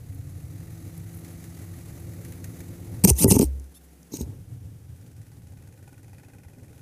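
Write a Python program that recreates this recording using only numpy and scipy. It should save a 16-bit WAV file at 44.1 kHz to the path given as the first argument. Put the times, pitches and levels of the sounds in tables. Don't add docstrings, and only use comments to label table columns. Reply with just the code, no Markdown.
import sys
import numpy as np
from scipy import signal
from scipy.fft import rfft, irfft, next_fast_len
from scipy.io import wavfile
from scipy.ndimage import uniform_filter1d

SR = 44100
rng = np.random.default_rng(int(sys.argv[2]) if len(sys.argv) > 2 else 0)


def master_out(mix):
    frames = np.transpose(np.atleast_2d(mix))
    ceiling = np.clip(frames, -1, 1)
    pcm = np.round(ceiling * 32767).astype(np.int16)
    wavfile.write(sys.argv[1], SR, pcm)


N = 300577


def amp(db):
    return 10 ** (np.asarray(db) / 20)


def rms_one(x):
    return x / np.sqrt(np.mean(x ** 2) + 1e-20)


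def clock_s():
    return np.arange(N) / SR


def noise():
    return rng.standard_normal(N)


def in_time(rows):
    s, *columns = np.transpose(rows)
    return [np.interp(clock_s(), s, c) for c in columns]


def colour(x, spectrum):
    size = next_fast_len(N)
    hz, db = np.transpose(spectrum)
    grid_hz = np.maximum(np.arange(size // 2 + 1) * SR / size, 1)
    gain = amp(np.interp(np.log(grid_hz), np.log(hz), db))
    return rms_one(irfft(rfft(x, size) * gain, size)[:N])


def bandpass(x, low_hz, high_hz):
    return signal.sosfilt(signal.butter(2, [low_hz, high_hz], "band", fs=SR, output="sos"), x)


def band(x, low_hz, high_hz):
    return rms_one(bandpass(x, low_hz, high_hz))


def drift(rate_hz):
    step = 40
    r = np.exp(-2 * np.pi * step * rate_hz / SR)
    settle = 2000
    slow = signal.lfilter([1], [1, -2 * r, r * r], rng.standard_normal(N // step + 2 + settle))[settle:]
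    return np.interp(np.arange(N) / step, np.arange(len(slow)), rms_one(slow))


def ring(s, hz, t60_s):
    t = np.maximum(clock_s() - s, 0)
    return np.sin(2 * np.pi * hz * t) * amp(-60 * t / t60_s)


def bursts(s, db, rise_s, fall_s):
    marks = np.full(N, 1e-12)
    marks[(np.array(s) * SR).astype(int)] = amp(db)
    t = np.arange(int(8 * fall_s * SR)) / SR
    shape = np.exp(-t / fall_s) * (1 - np.exp(-t / rise_s))
    return signal.fftconvolve(marks, shape / shape.max())[:N]


# [t/s, rumble level/dB, body drone level/dB, hiss level/dB]
TRACTOR_CURVE = [(0.0, -39, -55.5, -59), (1.3, -43.5, -51.5, -53.5), (3.0, -39, -48, -55),
                 (3.55, -49, -51, -60), (3.76, -71, -61, -62), (4.08, -71, -57, -60.5),
                 (4.3, -35.5, -45, -59), (4.42, -40, -57, -62), (6.2, -50.5, -57.5, -65),
                 (6.55, -48, -55.5, -66), (6.82, -48, -56.5, -62)]
# [t/s, blade rate f/Hz, tone level/dB,
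# overtone level/dB]
BLOWER_CURVE = [(0.0, 128.8, -52.5, -58.5), (0.6, 164.2, -46.5, -57), (3.0, 171, -49.5, -54.5),
                (3.5, 169, -65.5, -69.5), (4.1, 169.8, -62.5, -74), (4.6, 171.5, -83, -82)]


def tractor():
    rumble_db, drone_db, hiss_db = in_time(TRACTOR_CURVE)
    blade_hz, tone_db, overtone_db = in_time(BLOWER_CURVE)
    blade_phase = 2 * np.pi * np.cumsum(blade_hz * (1 + .003 * drift(3.4))) / SR
    lumps = drift(14)
    engine = exhaust_rumble(rumble_db) + body_drone(drone_db, lumps)
    tones = blade_tones(blade_phase, tone_db, overtone_db)
    return engine + tones + snow_hiss(blade_phase, tone_db, hiss_db, lumps)


# [f/Hz, relative level/dB per Hz]
RUMBLE_SPECTRUM = [(15, -57.5), (25, -32), (38, -16), (54, -18.5), (77, -5.5), (96, 0.5), (112, -2),
                   (200, -21.5), (260, -51), (440, -120)]


def exhaust_rumble(level_db):
    return amp(level_db + 1.9 * drift(21)) * colour(noise(), RUMBLE_SPECTRUM)


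# [f/Hz, relative level/dB per Hz]
DRONE_SPECTRUM = [(88, -45.5), (150, -4), (215, -11), (273, -3.5), (351, -14), (519, -15), (690, -29),
                  (822, -27.5), (979, -32), (1100, -35), (1430, -63), (2420, -120)]


def body_drone(level_db, lumps):
    return amp(level_db + 1.6 * lumps) * colour(noise(), DRONE_SPECTRUM)


def blade_tones(blade_phase, tone_db, overtone_db):
    tone = amp(tone_db + 1.5 * drift(2.7)) * np.sin(blade_phase)
    overtone = amp(overtone_db + 1.4 * drift(5.2)) * np.sin(2 * blade_phase)
    shaft_order = amp(overtone_db - 6.0 + 1.2 * drift(2)) * np.sin(3 * blade_phase / 2)
    return np.sqrt(2) * (tone + overtone) + shaft_order


BLADES, THROB_DB = 4, 1.3
# [f/Hz, relative level/dB per Hz]
HISS_SPECTRUM = [(410, -20), (700, 0.5), (984, -12), (1180, -6.5), (1680, -9), (1940, -5), (3280, -15.5),
                 (3890, -11.5), (5470, -13.5), (6150, -8.5), (9860, -11.5), (10800, -4), (11800, -13),
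                 (13500, -7.5), (16000, -16)]
# [f/Hz, relative level/dB per Hz]
FAR_HISS_SPECTRUM = [(410, -30), (700, 0.5), (1020, -9), (1480, -5.5), (4210, -12.5), (6150, -9),
                     (7290, -9.5), (10700, -7.5), (16000, -12)]


def snow_hiss(blade_phase, tone_db, hiss_db, lumps):
    throwing = np.clip((tone_db + 68) / 15, 0, 1)
    throb_db = THROB_DB * throwing * np.sin(blade_phase / BLADES)
    level = amp(hiss_db + throb_db + 0.49 * lumps + .9 * drift(25))
    near = np.sqrt(throwing) * colour(noise(), HISS_SPECTRUM)
    far = np.sqrt(1 - throwing) * colour(noise(), FAR_HISS_SPECTRUM)
    return level * (near + far)


SMALL_LUMPS_PER_S, SMALL_LUMP_MIN_DB, SMALL_LUMP_RANGE_DB = 4.0, -57, 6
THROWING_START_S, THROWING_END_S = 0.37, 3.0
DULL_DB = -9.5
# [t/s, envelope peak level/dB]
BIG_LUMPS = [(1.246, -45.5), (1.4402, -45), (1.5886, -52), (2.134, -50), (2.2489, -47), (2.3219, -44.5),
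             (2.442, -38.5), (2.604, -43.5)]


def snow_lumps():
    span_s = THROWING_END_S - THROWING_START_S
    when, size = rng.random((int(SMALL_LUMPS_PER_S * span_s), 2)).T
    small = [THROWING_START_S + span_s * when, SMALL_LUMP_MIN_DB + SMALL_LUMP_RANGE_DB * size]
    s, db = np.hstack([np.transpose(BIG_LUMPS), small])
    bright = bursts(s, db, 0.00043, 0.0048) * band(colour(noise(), HISS_SPECTRUM), 2800, 20000)
    dull = bursts(s, db + DULL_DB, 0.00036, 0.0096) * band(noise(), 1560, 2420)
    return bright + dull


SHOWER_S, SHOWER_GAP_S, SHOWER_DB, SHOWER_GRAINS = 1.131, 0.012, -50.5, 6
# [t/s, envelope peak level/dB]
ICE_GRAINS = [(0.1462, -48.5), (0.9772, -45), (1.9994, -49.5)]


def ice_grains():
    shower = [(SHOWER_S + SHOWER_GAP_S * (k + rng.uniform(-0.48, 0.23)), SHOWER_DB)
              for k in range(SHOWER_GRAINS)]
    s, db = np.transpose(ICE_GRAINS + shower)
    return bursts(s, db, .0005, 0.0036) * band(noise(), 9400, 14500)


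GRID_START_S, FIRING_S, FIRINGS, LEAD_S = 4.9626, 0.0509, 37, .002
HURRY_FROM_S, HURRY_S_PER_S2 = 6.13, 0.033
PANELS_DB, RATTLE_DB, EVERY_OTHER_DB, SPREAD_DB = -54, -59.5, 0.3, 1.1
PANELS_FULL_S, PANELS_GROW_DB_PER_S = 6.42, 8
PANELS_FADE_S, PANELS_FADE_DB_PER_S = 6.31, 13
SECOND_S, SECOND_DB = 0.0141, -6
# [f/Hz, width/Hz, relative level/dB]
PANEL_MODES = [(526, 350, -1.5), (800, 61, -0.5), (1480, 32, -3), (1636, 106, -6.5), (1890, 310, -1.5),
               (2466, 190, -2.5)]


def diesel_idle():
    firing = np.arange(FIRINGS)
    grid_s = GRID_START_S + FIRING_S * firing
    s = grid_s - HURRY_S_PER_S2 * np.maximum(grid_s - HURRY_FROM_S, 0) ** 2 - LEAD_S
    vary_db = SPREAD_DB * rng.standard_normal(FIRINGS) + EVERY_OTHER_DB * (-1) ** (firing + 1)
    growth_db = -PANELS_GROW_DB_PER_S * np.maximum(PANELS_FULL_S - s, 0)
    fade_db = -PANELS_FADE_DB_PER_S * np.maximum(s - PANELS_FADE_S, 0)
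    first = np.array([s, PANELS_DB + vary_db + growth_db + fade_db, RATTLE_DB + vary_db])
    second = first + np.array([[SECOND_S], [SECOND_DB], [SECOND_DB]])
    s, panels_db, rattle_db = np.hstack([first, second])
    shake, panels = noise(), 0
    for hz, width_hz, level_db in PANEL_MODES:
        panels = panels + amp(level_db) * band(shake, hz - width_hz / 2, hz + width_hz / 2)
    rattle = band(colour(noise(), HISS_SPECTRUM), 2900, 12700)
    shaken = bursts(s, panels_db, 0.00033, 0.0087) * rms_one(panels)
    return shaken + bursts(s, rattle_db, 0.00061, 0.0071) * rattle


RELEASE_DB_PER_S = 699
SNAP_DB, SNAP_MIN_DROP_DB = 0.5, 10
# [start t/s, length/s, final level/dB, swell start to end/dB, drop on letting go/dB]
STROKES = [(3.038, .012, -4, 8, 12), (3.074, 0.029, -11.5, 1.1, 11.5), (3.148, 0.097, -8.5, 33, 20),
           (3.268, 0.032, -35, 9, 5), (3.299, 0.015, -6.5, 14.5, 18.5), (3.318, 0.0076, -9, 0.5, 9.5),
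           (3.327, .04, -19.5, 2, 10), (3.382, .012, -11, 23, 15), (3.41, 0.02, -25.5, -3, 11),
           (3.433, 0.011, -29, -2, 3), (4.113, 0.028, -35, 12, 0.1), (4.138, 0.035, -33, 1.5, 3),
           (4.181, 0.034, -34.5, 7.5, 1)]


def strokes():
    t, out = clock_s(), np.zeros(N)
    for start, length, db, swell_db, drop_db in STROKES:
        left = start + length - t
        change_db = np.where(left > 0, -swell_db * left / length, RELEASE_DB_PER_S * left - drop_db)
        out = np.maximum(out, (t >= start) * amp(np.minimum(db + change_db, 0)))
    snapping = [row for row in STROKES if row[-1] > SNAP_MIN_DROP_DB]
    start, length, db, _, _ = np.transpose(snapping)
    snaps = bursts(start + length - .001, db + SNAP_DB, .0002, .0007)
    return uniform_filter1d(out, size=40) + snaps


SOFT_FROM_S = 4.0
RANGE_EDGES_HZ = [600, 1500, 3500, 5500, 7600, 10500, 16500]
# [f/Hz, relative level/dB per Hz]
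RUB_SPECTRUM = [(410, -34.5), (700, -13.5), (886, -14), (1380, -34), (1680, -34.5), (2080, -21.5),
                (2730, -12.5), (3280, -16), (4730, -11.5), (6150, 2), (7790, -5.5), (9110, 3),
                (11200, -7.5), (13100, -7), (16000, -20.5)]
# [f/Hz, relative level/dB per Hz]
SOFT_RUB_SPECTRUM = [(1060, -67), (1800, -33), (2120, -18), (3320, -20.5), (3810, -3), (4740, -12.5),
                     (6470, 5.5), (7220, -7.5), (8520, -7), (13100, -11), (16000, -20)]
# [t/s, envelope peak level/dB]
GLOVE_TAPS = [(3.598, -45.5), (3.6421, -52), (3.6964, -59.5), (4.03, -46.5), (4.1914, -53), (4.215, -39)]


def glove():
    stroke = strokes()
    hard, soft = colour(noise(), RUB_SPECTRUM), colour(noise(), SOFT_RUB_SPECTRUM)
    fabric = np.where(clock_s() < SOFT_FROM_S, hard, soft)
    grain, rub = drift(150), 0
    for low_hz, high_hz in zip(RANGE_EDGES_HZ, RANGE_EDGES_HZ[1:]):
        rub = rub + amp(2 * grain + 1.6 * drift(60)) * bandpass(fabric, low_hz, high_hz)
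    s, db = np.transpose(GLOVE_TAPS)
    taps = bursts(s, db, 0.00028, 0.0012) * fabric
    push = amp(-8.0) * band(noise(), 120, 270.0) + amp(-34.5) * band(noise(), 760, 1054)
    return stroke * (rub + push) + taps


UNSTEADY, SWELL_S = 0.011, 0.0089
# [start t/s, turn t/s, end t/s, slip rate f/Hz at these three moments (3 columns),
# level/dB, extra level/dB of partials near 4 kHz]
SLIPS = [(3.18, 3.212, 3.226, 810, 1330, 1340, -25, 4), (3.274, 3.299, 3.317, 1015, 965, 690, -24, -16),
         (3.74, 3.758, 3.787, 680, 880, 915, -53, 12), (3.835, 3.85, 3.86, 900, 1000, 1040, -61, -10)]
# [f/Hz, relative level/dB]
SQUEAK_SPECTRUM = [(1600, -26), (2000, -15), (2400, -28), (3500, -13.5), (4500, -23), (5800, -16.5),
                   (7000, -6), (8500, -9.5), (10500, 3), (13500, -7), (15000, -30.5)]


def squeaks():
    t, out = clock_s(), np.zeros(N)
    shape_hz, shape_db = np.transpose(SQUEAK_SPECTRUM)
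    k = np.arange(1, 16)[:, None]
    for start, turn, end, hz0, hz1, hz2, db, mid_db in SLIPS:
        now = (t >= start) & (t < end)
        glide_hz = np.interp(t[now], [start, turn, end], [hz0, hz1, hz2])
        slips_hz = glide_hz * (1 + UNSTEADY * drift(150)[now])
        partials_hz = k * slips_hz
        near_4k = np.abs(partials_hz - 4300) < 1700
        gains = amp(np.interp(partials_hz, shape_hz, shape_db) + mid_db * near_4k)
        phase = 2 * np.pi * k * np.cumsum(slips_hz) / SR + k ** 2
        stack = np.sum(gains * np.sin(phase), axis=0)
        swell = np.clip(np.minimum(t[now] - start, end - t[now]) / SWELL_S, 0, 1)
        out[now] = amp(db) * swell * rms_one(stack)
    return out


GRIP_T60_S, PANEL_SPREAD_DB = 0.049, 3.0
# [t/s, start level/dB before filtering, main pitch f/Hz]
HOUSING_KNOCKS = [(3.042, -13.5, 194), (3.051, -2, 193), (3.084, -17.5, 178), (3.106, -6.5, 96.5),
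                  (3.245, -2.5, 255), (3.255, -6, 118), (3.263, -12, 275), (3.281, -6.5, 105),
                  (3.312, -4.5, 170), (3.323, -9.5, 200), (3.340, -14, 254), (3.354, -9, 111.4),
                  (3.366, -5, 270), (3.397, -4, 221), (3.417, -9, 284), (3.429, -8.5, 307),
                  (4.121, -34.5, 235), (4.138, -23, 301), (4.186, -28, 138), (4.208, -20.5, 244),
                  (4.23, -27, 120), (5.924, -44, 295)]
# [f/Hz, level re knock/dB, t60/s]
HOUSING_PANELS = [(388, -7, .04), (878, -13, 0.029)]


def knocks():
    out = 0
    chances = rng.standard_normal((len(HOUSING_KNOCKS), len(HOUSING_PANELS)))
    for (s, db, hz), chance in zip(HOUSING_KNOCKS, chances):
        out = out + amp(db) * ring(s, hz, GRIP_T60_S)
        for (panel_hz, panel_db, t60_s), c in zip(HOUSING_PANELS, chance):
            out = out + amp(db + panel_db + PANEL_SPREAD_DB * c) * ring(s, panel_hz, t60_s)
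    soft = signal.butter(3, 680, fs=SR, output="sos")
    small = signal.butter(4, 60, "high", fs=SR, output="sos")
    return signal.sosfilt(np.vstack([soft, small]), out)


HELD_T60_S = 0.22
# [t/s, level/dB before filtering, free if above 0.5, else held]
MOUNT_JOLTS = [(3.112, -11.5, 0.017), (3.44, -19.5, 1), (4.21, -24.5, 0)]
# [f/Hz, level re jolt/dB, t60 when free/s]
MOUNT_MODES = [(66.4, -6, .9), (68.0, -7, 1.1)]


def mount():
    out = 0
    for s, db, free in MOUNT_JOLTS:
        for hz, mode_db, free_t60_s in MOUNT_MODES:
            t60_s = free_t60_s if free > .5 else HELD_T60_S
            out = out + amp(db + mode_db) * ring(s, hz, t60_s)
    return bandpass(out, 45, 140)


def scene():
    far = tractor() + snow_lumps() + ice_grains() + diesel_idle()
    handling = glove() + squeaks() + knocks() + mount()
    return (far + handling)[None]


def record(dry):
    rounded = .9 * np.tanh(dry / .9)
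    return signal.sosfilt(signal.cheby2(12, 70, 16300, fs=SR, output="sos"), rounded)


dry = scene()
out = record(dry)
master_out(out)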